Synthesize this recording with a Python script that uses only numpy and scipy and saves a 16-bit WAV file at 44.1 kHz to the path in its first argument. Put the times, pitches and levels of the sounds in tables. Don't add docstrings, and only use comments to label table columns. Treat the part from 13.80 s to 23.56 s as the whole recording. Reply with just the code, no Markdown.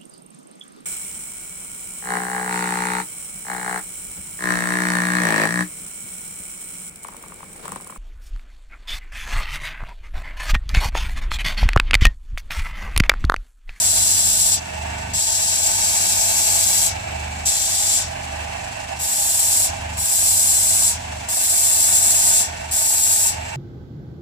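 import sys
import numpy as np
from scipy import signal
from scipy.fft import rfft, irfft, next_fast_len
from scipy.io import wavfile

SR = 44100
rng = np.random.default_rng(int(sys.argv[2]) if len(sys.argv) > 2 else 0)


def bounce(signal):
    frames = np.transpose(np.atleast_2d(signal))
    limited = np.clip(frames, -1, 1)
    pcm = np.round(limited * 32767).astype(np.int16)
    wavfile.write(sys.argv[1], SR, pcm)


N = 430416
FFT_SIZE = next_fast_len(N)

# landing time, time held and lifting time in seconds;
# rasp in dB at landing, once settled and at lift-off; first treble, last treble and wood body in dB
# against the rasp; hum in dB under load and once free; the free hum's change in dB per second.
TOUCHES = [(-.3, 1.045, 0.031, -33, -19.5, -20, -6.5, -6, -2, -37.5, -35, 8),
           (1.335, 1.73, 0.046, -23.5, -23, -19.5, -9, -4.5, -2.5, -40, -34, 2),
           (3.654, 0.53, 0.067, -18, -27, -19.5, -8.5, -9, -3, -39.5, -31, -6.5),
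           (5.191, .66, 0.047, -28.5, -23, -18.5, -3, -4.5, -6, -42, -32, 1.5),
           (6.17, .925, 0.061, -29.5, -18, -18.5, -2.5, -7, -6.5, -40, -31, -13),
           (7.485, 1.112, 0.077, -26.5, -20.5, -17, -2.5, -7, -5.5, -42, -34, -5),
           (8.911, 0.56, .065, -22.5, -21.5, -18.5, -3, -5, -6.5, -41.5, -31.5, -13)]


def rasp(pressure, treble_gain, body_gain, turns):
    # pitch in Hz, left and right strength in dB,
    # share common to both ports from 0 to 1, the right port's lead in radians.
    scrape_tone = [(2450, -30.5, -29.5, 0.95, -3), (3450, -20, -20.5, 0.08, -5),
                   (4260, -19.5, -15.5, 0.7, -4.5), (5580, -12.5, -18, 0, 1.5),
                   (6290, -12.5, -13.5, 0.31, -2.5), (7340, -6, -5, 0.5, -2), (7520, -2, -5, 1, -1.37),
                   (8060, -4.5, -11.5, 0.69, -0.9), (8840, -10, -4.5, 0, 1.3), (9740, -14, -2.5, 1, -2.5),
                   (10170, -16, -8, 0.1, 0.3), (11420, -22.5, -18.5, 0.26, 2),
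                   (13000, -25.5, -22, 0.7, 0.5), (14900, -25, -20.5, 0.5, 2.5)]
    grain_sizes = gain_of(0.51 * np.minimum(rng.exponential(1, N), 4))
    grit = grain_sizes * rng.standard_normal(N) * (rng.random(N) < .6)
    wander = 0.75 * drift(1.8)
    lumps = sum(np.cos(2 * np.pi * (k * turns + rng.random() + wander)) / k ** 0.17 for k in range(1, 9))
    tremble = 0.57 * drift(40, low_hz=5)
    level = unit_level(gain_of(0.5 * lumps + tremble)) * pressure
    scrape = unit_level(grit) * level
    spectrum = ports(scrape_tone, scrape, workshop_echoes(scrape, level, echo_share=0.69))
    hz = np.fft.rfftfreq(FFT_SIZE, 1 / SR)
    low = 1 / (1 + (hz / 6400) ** 16)
    upper = 1 / (1 + (8300 / (hz + 1)) ** 30)
    top = 1 / (1 + (11000 / (hz + 1)) ** 20)
    bands = irfft(spectrum * np.array([low, 1 - low - upper, upper - top, top])[:, None], FFT_SIZE)[..., :N]
    body, core, sheen, treble = (unit_level(band) * np.sqrt(np.mean(pressure ** 2)) for band in bands)
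    sheen_gain = gain_of(-2.7) * treble_gain ** 0.43
    return body_gain * body + core + sheen_gain * sheen + treble_gain * treble


def touch(start_s, held_s, lift_s, first_db, settled_db, last_db, treble_from_db, treble_to_db, body_db):
    bite_db, bite_s, settle_s = -6.5, 0.0069, .11
    t = np.arange(N) / SR - start_s
    age = np.maximum(t, 0)
    progress = np.clip(t / held_s, 0, 1)
    lifted = (np.maximum(t - held_s, 0) / lift_s) ** 1.336
    level = settled_db + (last_db - settled_db) * progress
    level += (first_db - settled_db) * np.exp(-age / settle_s)
    level += bite_db * np.exp(-age / bite_s) - 19 * lifted
    treble = treble_from_db + (treble_to_db - treble_from_db) * progress ** 1.3
    treble -= 7 * np.minimum(lifted, 1)
    body_follows, firm_db = 0.63, -24
    body = body_db - (1 - body_follows) * (np.maximum(level, -45) - firm_db)
    return np.where((t >= 0) & (lifted < 2), [level, treble, body], -200)


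def contact():
    levels_db = np.array([touch(*row[:9]) for row in TOUCHES]).max(0)
    treble_gain, body_gain = gain_of(np.maximum(levels_db[1:], -40))
    drag = np.clip((levels_db[0] + 36) / 14, 0, 1)
    return gain_of(levels_db[0]), treble_gain, body_gain, drag


def motor_hum(drag, load, turns):
    # multiple of the shaft speed, relative dB running free and under load.
    shaft_tones = [(2, -22, -12.5), (3, -7.5, -11), (4, -9, 0.5), (5, -8.5, -33), (6, -34, -27),
                   (7, -13.5, -12), (8, -20, -8), (10, -17, -58), (11, -28.5, -13.5)]
    mains_hz, stand_hz = 100, 43.5
    t = np.arange(N) / SR
    groan_hz = 75.7 + 11.5 * np.clip(load - drag, 0, 1)
    tones = [(k * turns, free_db, loaded_db) for k, free_db, loaded_db in shaft_tones]
    tones += [(mains_hz * t, -13.5, -5),
              (np.cumsum(groan_hz) / SR, -1, -10),
              (stand_hz * t, -13, -6)]
    strain = np.minimum(drag, load)
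    hum = np.zeros(N)
    for cycles, free_db, loaded_db in tones:
        wavering_db = free_db + (loaded_db - free_db) * strain + 1.7 * drift(5.4)
        hum += gain_of(wavering_db) * np.sin(2 * np.pi * (cycles + rng.random()))
    return gain_of(hum_level(drag)) * hum * np.ones((2, 1))


def hum_level(drag):
    opening_db, dip_db, regrow_s, hang_on_s = -34, -5.5, 0.21, 0.058
    start_s, held_s, *_, under_db, after_db, db_per_s = np.transpose(TOUCHES)
    t = np.arange(N) / SR
    latest = np.searchsorted(start_s + held_s / 2, t) - 1
    free_s = np.clip(t - start_s[latest] - held_s[latest], 0, 1)
    free_db = np.where(latest < 0, opening_db, after_db[latest] + db_per_s[latest] * free_s)
    landed = np.searchsorted(start_s, t) - 1
    loaded_db = under_db[landed] + dip_db * np.exp((start_s[landed] - t) / regrow_s)
    loaded_share = np.minimum(drag, np.clip(lag(drag, hang_on_s) * 2.9 - .9, 0, 1))
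    return free_db + (loaded_db - free_db) * loaded_share


def fan_whir(turns):
    # pitch in Hz, left and right strength in dB,
    # share common to both ports from 0 to 1, the right port's lead in radians.
    whir_tone = [(30, -9, -10, 0.97, 2), (60, -5, -9, 0.76, 0.2), (133, -14, -12.5, 1, 1.07),
                 (330, -14.5, -15, 0.65, -0.87), (464, -19.5, -17, 0.15, 1), (571, -10, -11, 0.75, 3.0),
                 (643.3, -2, 5, 0.8, 3), (822, -6, 2, 0.64, 2.5), (972, -14, -5.5, 0.13, 1.27),
                 (1310, -15.5, -16.5, 0.041, -0.5), (1583, -9, -7.5, 0.076, 3), (2000, -10, -12.5, 0.2, 4),
                 (2730, -12.5, -7.5, 0.19, 4), (3430, -17, -22, 0.24, 3.5)]
    # time in seconds, level in dB.
    whir_levels = [(0, -31.5), (.7, -33.5), (1.15, -28), (1.45, -33.5), (2.1, -29), (3.4, -29), (3.85, -32),
                   (4.6, -28.5), (5.5, -32.5), (6, -29.5), (6.4, -33), (7.3, -31), (7.75, -32.5),
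                   (8.2, -30), (8.43, -30), (8.65, -30), (9.15, -33), (9.65, -30.5)]
    level_db = np.interp(np.arange(N) / SR, *np.transpose(whir_levels))
    return rushing_air(whir_tone, turns, level_db, flutter_db=1.0, throb_db=1.04)


def disc_hiss(turns):
    # pitch in Hz, left and right strength in dB,
    # share common to both ports from 0 to 1, the right port's lead in radians.
    hiss_tone = [(3380, -12, -3.5, 0.43, 0), (4520, -5.5, -4, 0, 0), (7340, -3.5, -5.5, 0.27, 0),
                 (7430, 2, 1.5, 0.18, 0), (8040, -5.5, -9, 0, 0), (8960, -19, -4, 0.35, 0),
                 (10240, -24, -13.5, .1, 0), (15000, -28, -21.5, 0, 0)]
    return rushing_air(hiss_tone, turns, level_db=-38, flutter_db=1.3, throb_db=1.75)


def rushing_air(tone, turns, level_db, flutter_db, throb_db):
    level = gain_of(flutter_db * drift(60, low_hz=5) + throb_db * np.cos(2 * np.pi * turns))
    noise = level * rng.standard_normal(N)
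    spectrum = ports(tone, noise, workshop_echoes(noise, level, echo_share=0.44))
    return gain_of(level_db) * unit_level(irfft(spectrum, FFT_SIZE)[:, :N])


def workshop_echoes(sound, level, echo_share, fade_s=0.14, shift_s=1.312):
    t = np.arange(SR // 8) / SR
    shape = (3, 2, len(t))
    taps = rng.choice([-1., 1.], shape) * (rng.random(shape) < .1) * gain_of(-60 * t / fade_s)
    taps /= np.linalg.norm(taps, axis=2, keepdims=True)
    blend = np.cos(np.pi * (np.arange(N) / SR / shift_s + np.arange(3)[:, None]) / 3) * np.sqrt(2 / 3)
    echoes = sum(signal.oaconvolve((sound * weight)[None], echo, axes=1)[:, :N]
                 for weight, echo in zip(blend, taps))
    scattered = level * rng.standard_normal((2, N))
    return np.sqrt(echo_share) * echoes + np.sqrt(1 - echo_share) * scattered


def ports(tone, direct, echoes):
    # pitch in Hz, width in Hz, boost or cut in dB.
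    machine_rings = [(612.6, 12.5, 4), (660, 9.4, 0.5), (730, 8.2, -4), (801, 4.4, 4.5), (850, 17, 3),
                     (2280, 83, 5), (2659, 29, 11), (3770, 33, -11), (5850, 50, 4), (7140, 86, -3.5),
                     (7640, 64, -1), (7856, 98, 6), (8970, 200, 1.5), (8850, 130, 1), (9450, 45, 3.5),
                     (9530, 140, 2.5), (14200, 200, 1)]
    hz = np.fft.rfftfreq(FFT_SIZE, 1 / SR) + 1
    row_hz, *columns = np.transpose(tone)
    left_db, right_db, share, lead = (np.interp(np.log(hz), np.log(row_hz), c) for c in columns)
    share = np.clip(share, 0, 1)
    octaves_outside = np.maximum(np.log2(row_hz[0] / hz), 0) + np.maximum(np.log2(hz / row_hz[-1]), 0)
    rings_db = sum(resonance(hz, *ring) for ring in machine_rings)
    left_db += resonance(hz, mid_hz=7610, width_hz=370, boost_db=4.3)
    colour = gain_of(np.array([left_db, right_db]) + rings_db - 14 * octaves_outside)
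    common = rfft(direct, FFT_SIZE) * np.array([np.ones(len(hz)), np.exp(1j * lead)])
    return colour * (np.sqrt(share) * common + np.sqrt(1 - share) * rfft(echoes, FFT_SIZE))


def resonance(hz, mid_hz, width_hz, boost_db):
    return boost_db / (1 + (2 * (hz - mid_hz) / width_hz) ** 2)


def drift(top_hz, low_hz=.3):
    t = np.arange(0, N + 64, 64) / SR
    hz = np.geomspace(low_hz, top_hz, num=30)[:, None]
    wobble = (np.sin(2 * np.pi * (hz * t + rng.random(hz.shape))) / hz ** 0.24).sum(0)
    return np.interp(np.arange(N) / SR, t, unit_level(wobble))


def lag(x, seconds):
    pole = np.exp(-1 / (seconds * SR))
    return signal.lfilter([1 - pole], [1, -pole], x, zi=[pole * x[0]])[0]


def gain_of(db):
    return 10 ** (np.asarray(db) / 20)


def unit_level(x):
    return x / np.sqrt(np.mean(x ** 2) + 1e-20)


def scene():
    free_hz, loaded_hz = 24.78, 23.03
    pressure, treble_gain, body_gain, drag = contact()
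    load = lag(drag, seconds=0.0888)
    slowed = lag(np.minimum(drag, load), seconds=0.023)
    turns = np.cumsum(free_hz + (loaded_hz - free_hz) * slowed) / SR
    air = fan_whir(turns) + disc_hiss(turns)
    return rasp(pressure, treble_gain, body_gain, turns) + motor_hum(drag, load, turns) + air


def record(dry):
    rumble_hz, ceiling, top_hz = 36, .95, 15270
    cut = signal.sosfilt(signal.butter(4, rumble_hz, "high", fs=SR, output="sos"), dry)
    rounded = cut / (1 + (abs(cut) / ceiling) ** 4) ** (1 / 4)
    low_pass = signal.firwin(511, top_hz, window=("kaiser", 9), fs=SR)
    return signal.oaconvolve(rounded, low_pass[None], "same")


dry = scene()
out = record(dry)
bounce(out)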